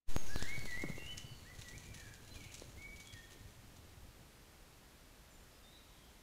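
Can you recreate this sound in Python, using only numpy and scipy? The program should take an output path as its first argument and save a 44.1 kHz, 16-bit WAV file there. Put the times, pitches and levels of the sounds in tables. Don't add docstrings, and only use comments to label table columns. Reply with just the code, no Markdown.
import sys
import numpy as np
from scipy import signal
from scipy.fft import rfft, irfft, next_fast_len
from scipy.io import wavfile

SR = 44100
rng = np.random.default_rng(int(sys.argv[2]) if len(sys.argv) > 2 else 0)


def waveform_to_disk(signal):
    frames = np.transpose(np.atleast_2d(signal))
    scaled = np.clip(frames, -1, 1) * 32767
    samples = np.round(scaled).astype(np.int16)
    wavfile.write(sys.argv[1], SR, samples)


N = 274302

def from_db(db):
    return 10 ** (np.asarray(db) / 20)

def rms_one(x):
    return x / np.sqrt(np.mean(x ** 2) + 1e-20)

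def add(track, s, sound):
    at = max(0, round(s * SR))
    track[at:at + len(sound)] += sound[:N - at]

def seconds(length):
    return np.arange(int(length * SR)) / SR

def rise(s, rise_s):
    return .5 + .5 * np.tanh((np.arange(N) / SR - s) / (2 * rise_s))

def drift(t, rate):
    knots = rng.standard_normal(1000)
    return np.interp(t * rate, np.arange(len(knots)), knots)

def colour(x, spectrum):
    size = next_fast_len(N + SR // 4) // 2 * 2
    hz, db = np.transpose(spectrum)
    bin_hz = np.arange(size // 2 + 1) * SR / size
    gain = rms_one(from_db(np.interp(np.log(bin_hz + 1), np.log(hz), db)))
    cepstrum = irfft(np.log(gain))
    cepstrum[1:size // 2] *= 2
    cepstrum[size // 2 + 1:] = 0
    return irfft(rfft(x, size) * np.exp(rfft(cepstrum)))[:N]

# frequency in Hz, relative level in dB.
HISS_SPECTRUM = [(15, -24), (28, 3), (55, 0), (105, -7.5), (170, -9.5), (330, -12), (500, -14.5),
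                 (1050, -17.5), (2200, -20), (4500, -23), (9000, -27), (14400, -29.5), (16000, -40.5)]
def hiss(rest_db=-61, excess_db=9, settle_s=0.94):
    t = np.arange(N) / SR
    db = rest_db + excess_db * np.exp(-(t / settle_s) ** 2)
    return from_db(db) * colour(rng.standard_normal(N), HISS_SPECTRUM)

# start in seconds, level in dB, direction as 1 or -1.
INPUT_POPS = [(.1645, -23, 1), (0.3606, -27.5, 1), (0.4254, -30.5, -1), (0.6571, -36, -1),
              (0.7756, -38.5, -1)]
def settling(swing_s=0.091, offset_db=-24.5, drain_s=0.4, pop_s=0.0017, tail_s=0.0243):
    age, t = np.abs(np.arange(N) / SR - swing_s), seconds(.2)
    out = -from_db(offset_db) * rise(swing_s, rise_s=0.0031) * np.exp(-(age / drain_s) ** 1.24)
    pop = np.exp(-t / pop_s) + 0.38 * np.exp(-t / tail_s)
    for s, db, direction in INPUT_POPS:
        add(out, s, np.sign(direction) * from_db(db) * pop)
    return out

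def sing(t, hz, db, attack_share=0.3, release_s=0.011, flutter_db=1.5, crescendo_db=1.5):
    length = t[-1]
    ramps = np.minimum(t / (attack_share * length), (length - t) / release_s)
    swell = np.sin(np.pi / 2 * np.clip(ramps, 0, 1))
    level = from_db(db + crescendo_db * (t / length - .5) + flutter_db * drift(t, rate=56.5))
    return level * swell * np.sin(2 * np.pi * np.cumsum(hz) / SR)

# start and length in seconds, first and held pitch in Hz, level in dB.
FAR_WHISTLES = [(0.134, 0.083, 6700, 6398, -54), (0.276, .1, 1412, 1730, -52),
                (0.468, 0.099, 1947, 2254, -45.5), (0.664, 0.099, 2110, 1931, -46.5),
                (0.762, 0.1, 1866, 2202, -45.5), (1.048, 0.093, 2705, 3043, -49),
                (1.442, .085, 1527, 2050, -60.5), (1.643, 0.083, 1985, 1940, -56.5),
                (1.73, 0.039, 2017, 2540, -55.5), (2.302, .045, 4080, 4070, -60.5),
                (2.353, 0.033, 2473, 2347, -60.5), (2.394, 0.036, 2390, 2130, -59.5),
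                (2.43, 0.036, 2520, 1955, -61), (2.764, 0.195, 1967, 2256, -54),
                (3.124, 0.1, 1968, 1832, -58.5), (5.3, 0.072, 7100, 7230, -71),
                (5.627, 0.082, 3630, 3670, -65)]
def whistles(slide_s=0.02754, waver=0.0069):
    out = np.zeros(N)
    for s, length, start_hz, held_hz, db in FAR_WHISTLES:
        t = seconds(length)
        hz = held_hz + (start_hz - held_hz) * np.exp(-t / slide_s)
        add(out, s, sing(t, hz * (1 + waver * drift(t, rate=77)), db))
    return out

# start and length in seconds, first and last pitch in Hz, level in dB, warble depth in Hz.
FAR_TRILLS = [(.26, 0.052, 6300, 4954, -56.5, 350), (0.323, .115, 4835, 3200, -53, 303),
              (0.37, .11, 1564, 1925, -51.5, 131), (0.546, 0.094, 4400, 4420, -58.5, 80),
              (.651, .09, 4110, 4170, -63, 220), (.955, .15, 2722, 2856, -55, 60.6),
              (1.23, 0.16, 4719, 4330, -67.5, 121), (1.769, .27, 2415, 2294, -67.5, 70),
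              (1.929, .185, 1935, 1575, -62, 44), (2.33, 0.029, 2970, 3270, -61.5, 150),
              (2.384, .14, 2850, 2516, -65, 220), (3.041, 0.089, 3320, 3352, -60.5, 69),
              (5.5, .1, 5135, 5000, -75, 220), (5.698, 0.11, 3900, 3880, -67, 50.4),
              (5.876, 0.23, 3420, 3120, -74.5, 218)]
def trills(warble_hz=55, roughness=0.513):
    out = np.zeros(N)
    for s, length, start_hz, end_hz, db, depth_hz in FAR_TRILLS:
        t = seconds(length)
        warble = np.sin(2 * np.pi * warble_hz * t + drift(t, rate=60)) + roughness * drift(t, rate=250)
        add(out, s, sing(t, np.linspace(start_hz, end_hz, len(t)) + depth_hz * warble, db))
    return out

# loudest moment and half length in seconds, rustle and ground rumble in dB.
BOAR_PASSES = [(0.535, 0.51, -58.5, -52.5), (1.807, 0.3, -61.5, -57.5), (2.558, 0.3, -63.5, -58),
               (3.0, .48, -68.5, -61.5), (3.66, .5, -78, -61)]
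def herd(far_rustle_db=-91, far_rumble_db=-74, rumble_reach=1.23):
    t = np.arange(N) / SR
    leaves, ground = from_db(far_rustle_db) ** 2, from_db(far_rumble_db) ** 2
    for s, half_length, rustle_db, rumble_db in BOAR_PASSES:
        away = ((t - s) / half_length) ** 2
        leaves += from_db(rustle_db) ** 2 * np.exp(-away)
        ground += from_db(rumble_db) ** 2 * np.exp(-away / rumble_reach ** 2)
    return np.sqrt(leaves), np.sqrt(ground)

# frequency in Hz, relative level in dB.
GROUND_SPECTRUM = [(20, 0), (50, -3.5), (80, 1), (108, -1), (160, -9), (300, -14), (600, -23), (1500, -41)]
def trampling(gain, lumpy_db=3.5):
    lumps = gain * from_db(lumpy_db * drift(np.arange(N) / SR, rate=22))
    return colour(lumps * rng.standard_normal(N), GROUND_SPECTRUM)

def fractures(per_s, spread_db, count):
    sizes = from_db(spread_db * np.minimum(rng.exponential(1, count), 4.5))
    signs = rng.choice([-1, 1], count)
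    return rms_one(sizes * signs * (rng.random(count) < per_s / SR))

# frequency in Hz, relative level in dB.
LEAF_SPECTRUM = [(300, -9), (1000, -9), (2200, -2), (4000, 1.5), (5000, -4), (6600, 2.5), (8800, -8.5),
                 (11000, -6), (13000, -23.5), (16000, -11)]
def rustle(gain, patchy_db=3.4):
    clumps = gain * from_db(patchy_db * drift(np.arange(N) / SR, rate=45))
    return colour(clumps * fractures(per_s=3500, spread_db=4.5, count=N), LEAF_SPECTRUM)

# start in seconds, level in dB.
LEAF_STEPS = [(0.265, -55), (.385, -54), (0.485, -53), (.651, -50.5), (.815, -52), (.885, -55),
              (1.119, -59), (1.171, -48), (1.585, -55.5), (1.612, -50), (1.682, -52), (1.939, -50),
              (1.995, -52.5), (2.083, -61), (2.435, -54), (2.516, -55), (2.538, -50), (2.575, -55),
              (2.606, -57.5), (2.817, -58), (2.959, -55.5), (2.997, -52.5), (3.124, -56.5), (3.186, -62),
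              (3.76, -61.5)]
def crunches(rise_s=0.0061):
    out, t = np.zeros(N), seconds(0.29)
    swell = t / rise_s * np.exp(1 - t / rise_s)
    for s, db in LEAF_STEPS:
        add(out, s, from_db(db) * swell * fractures(per_s=7000, spread_db=2.0, count=len(t)))
    return colour(out, LEAF_SPECTRUM)

# start in seconds, level in dB, pitch in Hz.
TWIG_SNAPS = [(.395, -35, 6200), (0.4259, -27.5, 5900), (.592, -35.5, 6500), (.82, -36.5, 6870),
              (1.1797, -29, 5900), (1.62, -37, 3640), (1.685, -41, 6500), (1.7799, -36.5, 7040),
              (2.139, -39, 6900), (2.153, -47, 4800), (2.543, -35.5, 7560), (2.552, -35.5, 6640),
              (2.597, -37.5, 5500), (3.073, -37.5, 7650), (3.138, -38.5, 4380), (3.768, -49, 5540)]
def snaps(crack_s=0.0006, splinter_db=-20, splinter_s=0.0034, air_hz=8600):
    out, t = np.zeros(N), seconds(.04)
    air = signal.butter(3, air_hz, fs=SR)
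    decay = np.exp(-t / crack_s) + from_db(splinter_db) * np.exp(-t / splinter_s)
    for s, db, hz in TWIG_SNAPS:
        burst = rng.standard_normal(len(t)) * decay
        stalk = signal.lfilter(*signal.iirpeak(hz, Q=1.9, fs=SR), burst)
        crack = signal.lfilter(*air, stalk)
        add(out, s, from_db(db) * crack / np.abs(crack).max())
    return out

# start in seconds, level in dB, pitch in Hz.
HOOF_FALLS = [(0.576, -38, 124), (.838, -30.5, 300), (0.846, -37.5, 163), (.888, -40.5, 540),
              (.897, -35, 172), (0.98, -37, 396), (1.023, -44.5, 387), (1.055, -47.5, 117),
              (1.241, -43.5, 115), (1.316, -43.5, 123), (1.587, -46, 112), (1.959, -49.5, 149),
              (2.457, -47.5, 98), (2.62, -39.5, 450), (3.135, -46, 91), (3.359, -53.5, 345),
              (3.446, -49.5, 96.5), (3.785, -51.5, 97), (3.968, -56, 102), (4.086, -55.5, 108)]
def hooves(soil_hz=115, soil_cycles=6.6, sag=0.25, puff_db=-10, puff_hz=700, puff_s=.0022):
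    hardest_db = max(db for _, db, _ in HOOF_FALLS)
    out, t = np.zeros(N), seconds(0.25)
    dull = signal.butter(2, puff_hz, fs=SR, output="sos")
    for s, db, hz in HOOF_FALLS:
        cycles = soil_cycles * (soil_hz / hz) ** 0.61
        age = t * hz / cycles
        phase = 2 * np.pi * np.cumsum(hz * (1 + sag * (np.exp(-4 * age) - .5))) / SR
        swell = (1 - np.exp(-t * hz * 3.3)) ** 2 * from_db(-45 * age)
        thud = swell / swell.max() * np.sin(phase)
        crumbs = rms_one(signal.sosfilt(dull, rng.standard_normal(len(t))))
        crumbling = from_db(puff_db + 0.57 * (db - hardest_db))
        puff = crumbling * crumbs * (t / puff_s) * np.exp(1 - t / puff_s)
        add(out, s, from_db(db) * (puff - thud))
    return out

def wood(x, t60, wet_db, direct_db):
    t = seconds(1.3)
    decay = from_db(-60 * t / t60) * (1 - np.exp(-t / 0.0052))
    echoes = rms_one(rng.standard_normal(len(t)) * decay) / np.sqrt(len(t))
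    return from_db(direct_db) * x + from_db(wet_db) * signal.fftconvolve(x, echoes)[:N]

def scene():
    rustle_gain, rumble_gain = herd()
    litter = wood(crunches() + snaps() + rustle(rustle_gain), t60=0.28, wet_db=-10.5, direct_db=-2.5)
    ground = wood(hooves(), t60=0.26, wet_db=-13, direct_db=0.5) + trampling(rumble_gain)
    song = wood(whistles(), t60=1.13, wet_db=-1.5, direct_db=0.76)
    song += wood(trills(), t60=.9, wet_db=-0.06, direct_db=-0.5)
    awake = from_db(-47.5) + rise(0.086, rise_s=0.0047)
    return (awake * (litter + ground + song + hiss()) + settling())[None]

def record(dry):
    return signal.sosfilt(signal.ellip(10, .2, 70, 15600, fs=SR, output="sos"), dry)

dry = scene()
out = record(dry)
waveform_to_disk(out)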